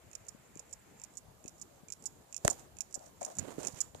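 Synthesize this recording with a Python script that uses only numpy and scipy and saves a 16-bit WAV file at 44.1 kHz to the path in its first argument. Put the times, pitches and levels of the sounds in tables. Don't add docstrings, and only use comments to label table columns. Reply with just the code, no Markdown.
import sys
import numpy as np
from scipy import signal
from scipy.io import wavfile
from scipy.ndimage import uniform_filter1d

SR = 44100
rng = np.random.default_rng(int(sys.argv[2]) if len(sys.argv) > 2 else 0)


def amplitude_ratio(level_db):
    exponent = np.asarray(level_db, float) / 20
    return 10 ** exponent


def bounce(signal):
    frames = np.transpose(np.atleast_2d(signal))
    limited = np.clip(frames, -1, 1)
    pcm = np.round(limited * 32767).astype(np.int16)
    wavfile.write(sys.argv[1], SR, pcm)


N = 176400

# f/Hz, level/dB per Hz
LEFT_FLOOR = [(25, -100), (60, -83.5), (170, -88.5), (320, -96), (650, -92.5), (1500, -104), (2600, -110),
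              (6000, -113)]
RIGHT_FLOOR = [(25, -102), (110, -89), (600, -97.5), (2200, -108), (5800, -109), (7200, -100), (8500, -109),
               (12000, -111)]
# f/Hz, likeness/-1 to 1
LIKENESS = [(60, 0.5), (240, 0.47), (950, 0.044), (15000, -0.057)]
# t/s, level/dB
HISS_RIDE = [
    (0, 0),
    (2.4, 0.5),
    (2.5, 10),
    (2.7, 0.5),
    (3.2, 1),
    (3.4, 5.5),
    (3.85, 5.5),
    (3.92, -0.5),
    (4, 2.5),
]
HISS_TOP_HZ, PATCH_DB, SWELL_DB, PORT_FLUTTER_DB = 14700, 3, -1, 2.5
WHIRR_END_S, WHIRR_DB, WHIRR_HZ, WHIRR_TOP_HZ = 1.135, -69, 805, 2670

# t/s, base level of lead-in, rattle and ring/dB, added lead-in level/dB, rattle length/s, added
# held ring level/dB
TICKS = [(0.1511, -31.5, -0.5, .006, 0), (0.5929, -30.5, -1.5, 0.0068, -5),
         (1.036, -29.5, -3.5, 0.0061, -4.5), (1.4786, -29, -2.5, 0.0068, -9.5),
         (1.9221, -25, -2, 0.0075, -7), (2.3641, -22.5, 0, 0.0054, -10), (2.806, -24, -3.5, 0.0081, -5.5),
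         (3.249, -23.5, -1, .005, -4), (3.6689, -18.5, -5, 0.0056, -5.5)]
TOCKS = [(0.2828, -29.5, -3, 0.0098, -13), (0.7267, -30.5, -2, 0.011, -8.5), (1.17, -28, -4, 0.014, -13.5),
         (1.6137, -26, -6, 0.011, -19), (2.056, -21, -2.5, 0.014, -17), (2.5006, -20, -15, 0.013, -8.5),
         (2.9423, -22, -2.5, 0.015, -13.5), (3.3846, -19.5, -2, 0.013, -10),
         (3.8041, -21, -2.5, 0.013, -4.5)]
# offset/s, level/dB
TICK_LEAD = [
    (-.0375, -7.5),
    (-.0195, -2),
]
TOCK_LEAD = [
    (-.0318, -14.5),
    (-.0158, -11),
]
# t/s, peak level/dB
TICK_STRIKES = [(0.1518, -28.0), (0.1534, -30.0), (0.155, -36.0), (0.1563, -34.0), (0.1577, -38.0),
                (0.5939, -30.0), (0.5974, -38.0), (0.5988, -41.0), (0.6014, -40.0), (1.0368, -33.0),
                (1.0381, -32.0), (1.0398, -33.0), (1.0417, -42.0), (1.0431, -44.0), (1.0485, -36.0),
                (1.4795, -30.0), (1.4814, -36.0), (1.4828, -42.0), (1.4838, -38.0), (1.4851, -41.0),
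                (1.494, -40.0), (1.9225, -22.0), (1.9243, -29.0), (1.9258, -32.0), (1.9271, -33.0),
                (1.9357, -31.0), (2.3644, -24.0), (2.3653, -27.0), (2.367, -33.0), (2.3787, -28.0),
                (2.8069, -17.0), (2.8085, -24.0), (2.8098, -27.0), (2.811, -30.0), (2.8119, -30.0),
                (3.2494, -19.0), (3.2504, -29.0), (3.2523, -31.0), (3.2627, -29.0), (3.6699, -20.0),
                (3.6714, -20.0), (3.6725, -21.0), (3.6746, -30.0), (3.6834, -25.0),
                (2.8185, -29),
]
TOCK_STRIKES = [(0.285, -28.0), (0.2863, -36.0), (0.2881, -30.0), (0.2902, -34.0), (0.2916, -31.0),
                (0.7281, -30.0), (0.7299, -35.0), (0.7312, -35.0), (0.7336, -34.0), (0.7352, -35.0),
                (0.7378, -36.0), (1.1714, -28.0), (1.1749, -30.0), (1.1775, -34.0), (1.1795, -34.0),
                (1.1809, -36.0), (1.6145, -28.0), (1.6182, -30.0), (1.6209, -31.0), (1.6247, -36.0),
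                (1.6258, -37.0), (2.0568, -20.0), (2.0604, -21.0), (2.0631, -24.0), (2.065, -28.0),
                (2.0666, -28.0), (2.5, -14.0), (2.5038, -18.0), (2.5066, -22.0), (2.5103, -19.0),
                (2.943, -19.0), (2.9468, -22.0), (2.9497, -24.0), (2.952, -28.0), (2.9537, -25.0),
                (2.955, -28.0), (3.3858, -18.0), (3.3885, -24.0), (3.3895, -24.0), (3.3921, -25.0),
                (3.3941, -24.0), (3.3956, -24.0), (3.805, -15.0), (3.8086, -20.0), (3.8114, -19.0),
                (3.8134, -18.0), (3.815, -19.0), (3.8162, -20.0)]
# f/Hz, level/dB, time to fall 60 dB/s
TICK_MODES = [(2470, -28.5, 0.023), (5570, -7, 0.0045), (7060, -3, 0.0097), (8500, -22, 0.0031),
              (10500, -19.5, 0.0095), (13600, -18, .003)]
TOCK_MODES = [(4690, -26.5, 0.02), (5410, -15.5, 0.023), (6880, -4.5, 0.018), (8030, -6.5, 0.012),
              (9120, -15.5, 0.0069), (10500, -20.5, 0.0093), (13900, -19, 0.0038)]
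LEAD_MODES = [(2460, -17.5, 0.022), (5450, -9, 0.004), (7180, 5, 0.0064)]
# f/Hz, width/Hz, level/dB
CLICK_COLOUR = [
    (6993, 2420, 7.5),
    (9500, 3600, -11.5),
]
CLICK_CUT_HZ, STRIKE_DB, WATCH_DB = 4400, 1.5, 2
TICK_RING_DB, TOCK_RING_DB, LEAD_RING_DB, RING_RISE_S = -0.5, -6, -3, 0.00017
DETUNE = 0.025
HELD_HZ, HELD_T60, HELD_LUMP_DB, TICK_SAG_DB_PER_S, TOCK_SAG_DB_PER_S = 6983, 0.0037, 2, 1515, 172
RATTLE_DB, RATTLE_PER_S, LEAD_FIZZ_DB, FIZZ_T60 = -22.5, 7200, -15.5, 0.031
JEWEL_HZ, JEWEL_DB, JEWEL_T60 = 12850, -33, 0.12
ROOM_DB, ROOM_T60 = -22.5, 0.29

# t/s, left level/dB, f/Hz, length/cycles, right level/dB
BUMPS = [(0.35, -42, 223, 1.37, -63), (0.562, -37.5, 317, 0.99, -66), (.602, -46.5, 550, 2.5, -73),
         (1.285, -46.5, 143, 0.71, -67), (1.453, -33.5, 286, 0.66, -53), (1.835, -43.5, 200, 1.4, -74),
         (2.4522, -14, 580, 2.1, -32.5), (2.4497, -44, 407, 0.48, -13), (2.4505, -29, 139, 0.79, -14.5),
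         (2.4801, -9.5, 1440, 1, -13), (2.483, -19, 470, 1.04, -37), (2.977, -37.5, 211, 0.4, -59),
         (3.377, -44, 197, 2.4, -47), (3.584, -40, 303, 0.98, -23.5), (3.591, -53, 326, 1.1, -28.5),
         (3.739, -66, 138, 0.82, -37), (3.951, -31, 610, 0.98, -47)]
PORT_LAG_S = 0.00091
# t/s, length/s, level/dB
CHIRPS = [
    (0.379, 0.03, -65),
    (0.775, 0.044, -66),
    (1.986, 0.037, -62),
    (2.202, 0.039, -66),
]
CHIRP_HZ = 7500

# t/s, length/s, level/dB
LEFT_RUBS = [(2.456, 0.078, -43), (2.57, 0.034, -56), (2.943, 0.075, -50.5), (3.015, 0.088, -53.5),
             (3.21, 0.022, -36), (3.247, 0.083, -44.5), (3.362, 0.06, -50), (3.58, 0.077, -57),
             (3.772, 0.046, -63)]
# f/Hz, width/Hz, level/dB
LEFT_CASE = [
    (648, 270, 3.5),
    (1210, 520, -40),
    (250, 270, -11),
]
# t/s, length/s, body level/dB, body f/Hz, fizz level/dB
RIGHT_RUBS = [(2.446, 0.092, -46, 366, -41.5), (2.577, 0.03, -56, 392, -55.5), (2.999, 0.1, -64, 590, -56),
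              (3.205, 0.03, -53.5, 500, -45.5), (3.245, 0.016, -56, 250, -60),
              (3.263, 0.065, -55.5, 434, -47.5), (3.376, 0.071, -40.5, 109, -76),
              (3.436, 0.11, -44.5, 343, -52.5), (3.547, 0.036, -58, 299, -58),
              (3.577, 0.12, -41.5, 360, -43.5), (3.697, .035, -61, 405, -48),
              (3.74, 0.056, -53.5, 284, -44.5), (3.762, 0.066, -56, 1520, -73),
              (3.944, 0.056, -59, 423, -57)]
RUB_RISE_S, RUB_FALL, RUB_TAIL_S = 0.0036, 0.42, 0.011
GRAINS_PER_S, GRAIN_DB, RUB_WIDE_DB, RUB_TILT_HZ = 4000, 2.5, -8.5, 1410
# t/s, level/dB, time to fall 60 dB/s, added snap/ratio
CRACKS = [(2.4492, -13.5, 0.027, 0.26), (2.479, -3.5, 0.001, 0.33), (2.594, -39, 0.054, 0.2),
          (2.9925, -42, 0.0088, .1), (3.935, -54, 0.0035, 0.2), (3.9477, -32.5, 0.0014, 3),
          (3.997, -40, 0.0027, 0.9)]
# f/Hz, width/Hz, level/dB
PORT = [
    (6780, 2600, 12.5),
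    (4580, 2900, -4),
    (8400, 1000, -5),
    (11600, 12000, -9),
]
SNAP_HZ, SNAP_WIDTH_HZ = 1300, 2400

EDGE_HZ, RUMBLE_CUT_HZ = 15700, 40


def evened(x):
    return x / np.sqrt(np.mean(x ** 2) + 1e-20)


def read(points, hz):
    f, value = np.transpose(points)
    return np.interp(np.log(hz + 1), np.log(f + 1), value)


def add(mix, s, sound):
    part = mix[max(round(s * SR), 0):][:len(sound)]
    part += sound[:len(part)]


def resonate(x, hz, width):
    return signal.lfilter(*signal.iirpeak(hz, hz / width, SR), x)


def resonate_twice(x, hz, width):
    return resonate(resonate(x, hz, width), hz, width)


def body(x, peaks):
    return sum((-1) ** k * amplitude_ratio(db) * resonate_twice(x, hz, width) for k, (hz, width, db) in enumerate(peaks))


def floor():
    frames, hz = N // 256 + 5, np.fft.rfftfreq(1024, 1 / SR)
    a, b, c, d, patches = rng.standard_normal((frames, 513, 5)).T
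    patches = uniform_filter1d(uniform_filter1d(patches, size=5, axis=0), size=10, axis=1)
    patches = evened(patches)
    swell = evened(uniform_filter1d(rng.standard_normal(frames), size=12))
    same = np.clip(read(LIKENESS, hz), -1, 1)[:, None]
    left = a + 1j * b
    right = same * left + np.sqrt(1 - same ** 2) * (c + 1j * d)
    level = np.array([read(LEFT_FLOOR, hz), read(RIGHT_FLOOR, hz)])[:, :, None]
    hz = hz[:, None]
    near_port = np.exp(-((hz - HELD_HZ) / 1200) ** 2)
    level = level + PORT_FLUTTER_DB * near_port * (patches + swell[::-1])
    low = 1 / (1 + (hz / 1500) ** 2)
    level = level + low * (PATCH_DB * patches + SWELL_DB * swell)
    ride = np.interp(np.arange(frames) * 256 / SR, *np.transpose(HISS_RIDE))
    spectrum = np.array([left, right]) * amplitude_ratio(level + ride + 18) * (hz < HISS_TOP_HZ)
    return signal.istft(spectrum, nperseg=1024, noverlap=768)[1][:, :N]


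def lens_whirr():
    band = signal.butter(4, [WHIRR_HZ, WHIRR_TOP_HZ], "bandpass", fs=SR, output="sos")
    whirr = evened(signal.sosfilt(band, rng.standard_normal(N)))
    on = np.clip((WHIRR_END_S - np.arange(N) / SR) / 0.027, 0, 1)
    return amplitude_ratio(WHIRR_DB) * whirr * on * amplitude_ratio(np.array([[0], [-14.]]))


def strike(modes, ring_db):
    t = np.arange(5000) / SR
    cut = signal.butter(4, CLICK_CUT_HZ, "highpass", fs=SR, output="sos")
    ping = signal.sosfilt(cut, body(1. * (t == 0), CLICK_COLOUR))
    ring = np.zeros((3, len(t)))
    for hz, db, t60 in modes:
        pitch = hz * (1 + DETUNE * rng.standard_normal((3, 1)))
        ring += amplitude_ratio(db - 60 * t / t60) * np.sin(2 * np.pi * pitch * t)
    rise = 1 - np.exp(-(t / RING_RISE_S) ** 2)
    return ping / abs(ping).max() + amplitude_ratio(ring_db) * ring * rise


def held_ring(t, db, over, sag_db):
    lumps = HELD_LUMP_DB * evened(uniform_filter1d(rng.standard_normal(len(t)), size=50))
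    rise = np.clip((t - 0.0008) / 0.0006, 0, 1)
    pitch = HELD_HZ * (1 + DETUNE / 2 * rng.uniform(-0.78, 1))
    return amplitude_ratio(db + lumps - sag_db * t - 60 * over / HELD_T60) * rise * np.sin(2 * np.pi * pitch * t)


def beats(rows, lead, strikes, click, lead_click, sag_db):
    early, train, held = np.zeros((3, N)), np.zeros((3, N)), np.zeros(N)
    t = np.arange(1500) / SR
    for k, (s, db) in enumerate(strikes):
        add(train[k % 3], s, np.array([amplitude_ratio(db + STRIKE_DB - WATCH_DB)]))
    for k, (s, db, lead_db, rattle_s, ring_db) in enumerate(rows):
        fizz = rng.standard_normal((3, 1500)) * (rng.random((3, 1500)) < RATTLE_PER_S / SR)
        over = np.maximum(t - rattle_s, 0)
        rattle = amplitude_ratio(db + RATTLE_DB - 60 * over / FIZZ_T60) * np.minimum(t / 0.0019, 1) * fizz[2]
        add(train[k % 3], s, rattle)
        add(held, s, held_ring(t, db + ring_db, over, sag_db))
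        for (offset, offset_db), specks in zip(lead, fizz):
            hit = (t == 0) + amplitude_ratio(LEAD_FIZZ_DB - 60 * t / FIZZ_T60) * specks
            add(early[k % 3], s + offset, amplitude_ratio(db + offset_db + lead_db) * hit)
    clicks = signal.oaconvolve(train, click, axes=1) + signal.oaconvolve(early, lead_click, axes=1)
    return clicks[:, :N].sum(0) + held


def watch():
    tick, tock = strike(TICK_MODES, TICK_RING_DB), strike(TOCK_MODES, TOCK_RING_DB)
    unlock = strike(LEAD_MODES, LEAD_RING_DB)
    x = beats(TICKS, TICK_LEAD, TICK_STRIKES, tick, unlock, TICK_SAG_DB_PER_S)
    x = x + beats(TOCKS, TOCK_LEAD, TOCK_STRIKES, tock, tock, TOCK_SAG_DB_PER_S)
    x = x + jewel_rings() + chirps()
    t = np.arange(15000) / SR
    tail = rng.standard_normal(15000) * amplitude_ratio(-60 * t / ROOM_T60) * (t > 0.004)
    x = x + amplitude_ratio(ROOM_DB) * signal.oaconvolve(x, tail / np.linalg.norm(tail))[:N]
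    return np.array([np.zeros(N), amplitude_ratio(WATCH_DB) * x])


def jewel_rings():
    out, t = np.zeros(N), np.arange(4000) / SR
    for s, db, *_ in TOCKS:
        fade = amplitude_ratio(db + JEWEL_DB - 60 * t / JEWEL_T60) * np.minimum(t / 0.016, 1) ** 2
        add(out, s, fade * np.sin(2 * np.pi * JEWEL_HZ * t))
    return out


def bumps():
    out = np.zeros((2, N))
    for s, db, hz, cycles, right_db in BUMPS:
        u = np.linspace(-3, 3, int(3 * cycles / hz * SR))
        start = s - len(u) / 2 / SR
        shape = np.exp(-(u * np.where(u < 0, 1.4, 0.8)) ** 2)
        push = -shape * np.exp(1j * (np.pi * cycles * u - 0.14 * u ** 2))
        shifted = push * np.exp(2j * np.pi * hz * PORT_LAG_S)
        add(out[0], start, amplitude_ratio(db) * push.real)
        add(out[1], start, amplitude_ratio(right_db) * shifted.real)
    return out


def chirps():
    out = np.zeros(N)
    for s, length, db in CHIRPS:
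        hiss = evened(resonate_twice(rng.standard_normal(3000), CHIRP_HZ, 400))
        count = int(length * SR)
        add(out, s, amplitude_ratio(db) * np.hanning(count) * hiss[:count])
    return out


def grains(count):
    when, sign, size = rng.random((count, 3)).T
    clicks = (when < GRAINS_PER_S / SR) * np.sign(sign - 0.5)
    return evened(clicks * amplitude_ratio(-GRAIN_DB * np.log(size + 0.00049)))


def stroke(length, swell):
    t = np.arange(0, length, 1 / SR)
    lumps = amplitude_ratio(2.9 * evened(uniform_filter1d(rng.standard_normal(9000), size=300)))
    push = np.minimum(t / RUB_RISE_S, 1) * (t / length) ** swell * (1 - t / length) ** RUB_FALL
    push = np.pad(push, (0, 9000 - len(t)))
    r = np.exp(-1 / RUB_TAIL_S / SR)
    tail = signal.lfilter([1 - r], [1, -r], push)
    return np.maximum(push, tail) * lumps


def rubs():
    out, left = np.zeros((2, N)), np.zeros(N)
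    for s, length, db in LEFT_RUBS:
        add(left, s, amplitude_ratio(db) * stroke(length, 0.15))
    g = grains(N)
    left = body(left * g, LEFT_CASE) / np.std(body(g, LEFT_CASE))
    out += np.array([left, -amplitude_ratio(-16.5) * left])
    tilt = signal.butter(1, RUB_TILT_HZ, fs=SR)
    for s, length, db, hz, fizz_db in RIGHT_RUBS:
        g, press, slip = grains(9000), stroke(length, 0.11), stroke(length, 0.37)
        wide = evened(signal.lfilter(*tilt, g))
        low = evened(resonate_twice(g, hz, 1.78 * hz)) + amplitude_ratio(RUB_WIDE_DB) * wide
        fizz = evened(body(g, PORT)) + 0.083 * resonate_twice(g, 11000, 9000)
        add(out[1], s, press * amplitude_ratio(db) * low + slip * amplitude_ratio(fizz_db) * fizz)
    return out


def cracks():
    out, t = np.zeros((2, N)), np.arange(2000) / SR
    for s, db, t60, snap in CRACKS:
        puff = (rng.standard_normal(2000) - 2 * (t == 0)) * amplitude_ratio(-60 * t / t60)
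        crack = evened(body(puff, PORT)) + snap * evened(resonate(puff, SNAP_HZ, SNAP_WIDTH_HZ))
        leak = resonate(resonate(puff, 2600, 1600), 3200, 1700)
        add(out[1], s, amplitude_ratio(db) * crack / abs(crack).max())
        add(out[0], s, amplitude_ratio(db - 9) * leak / abs(puff).max())
    return out


def scene():
    return watch() + bumps() + cracks() + rubs() + floor() + lens_whirr()


def roll_off(x):
    return signal.sosfilt(signal.butter(12, 15610, fs=SR, output="sos"), x)


def record(dry):
    bass_cut = signal.butter(2, RUMBLE_CUT_HZ, "highpass", fs=SR, output="sos")
    x = signal.sosfilt(bass_cut, dry)
    treble_cut = signal.firwin(101, EDGE_HZ, window=("kaiser", 6), fs=SR)
    x = signal.oaconvolve(x, treble_cut[None], "same")
    return roll_off(x)


dry = scene()
out = record(dry)
bounce(out)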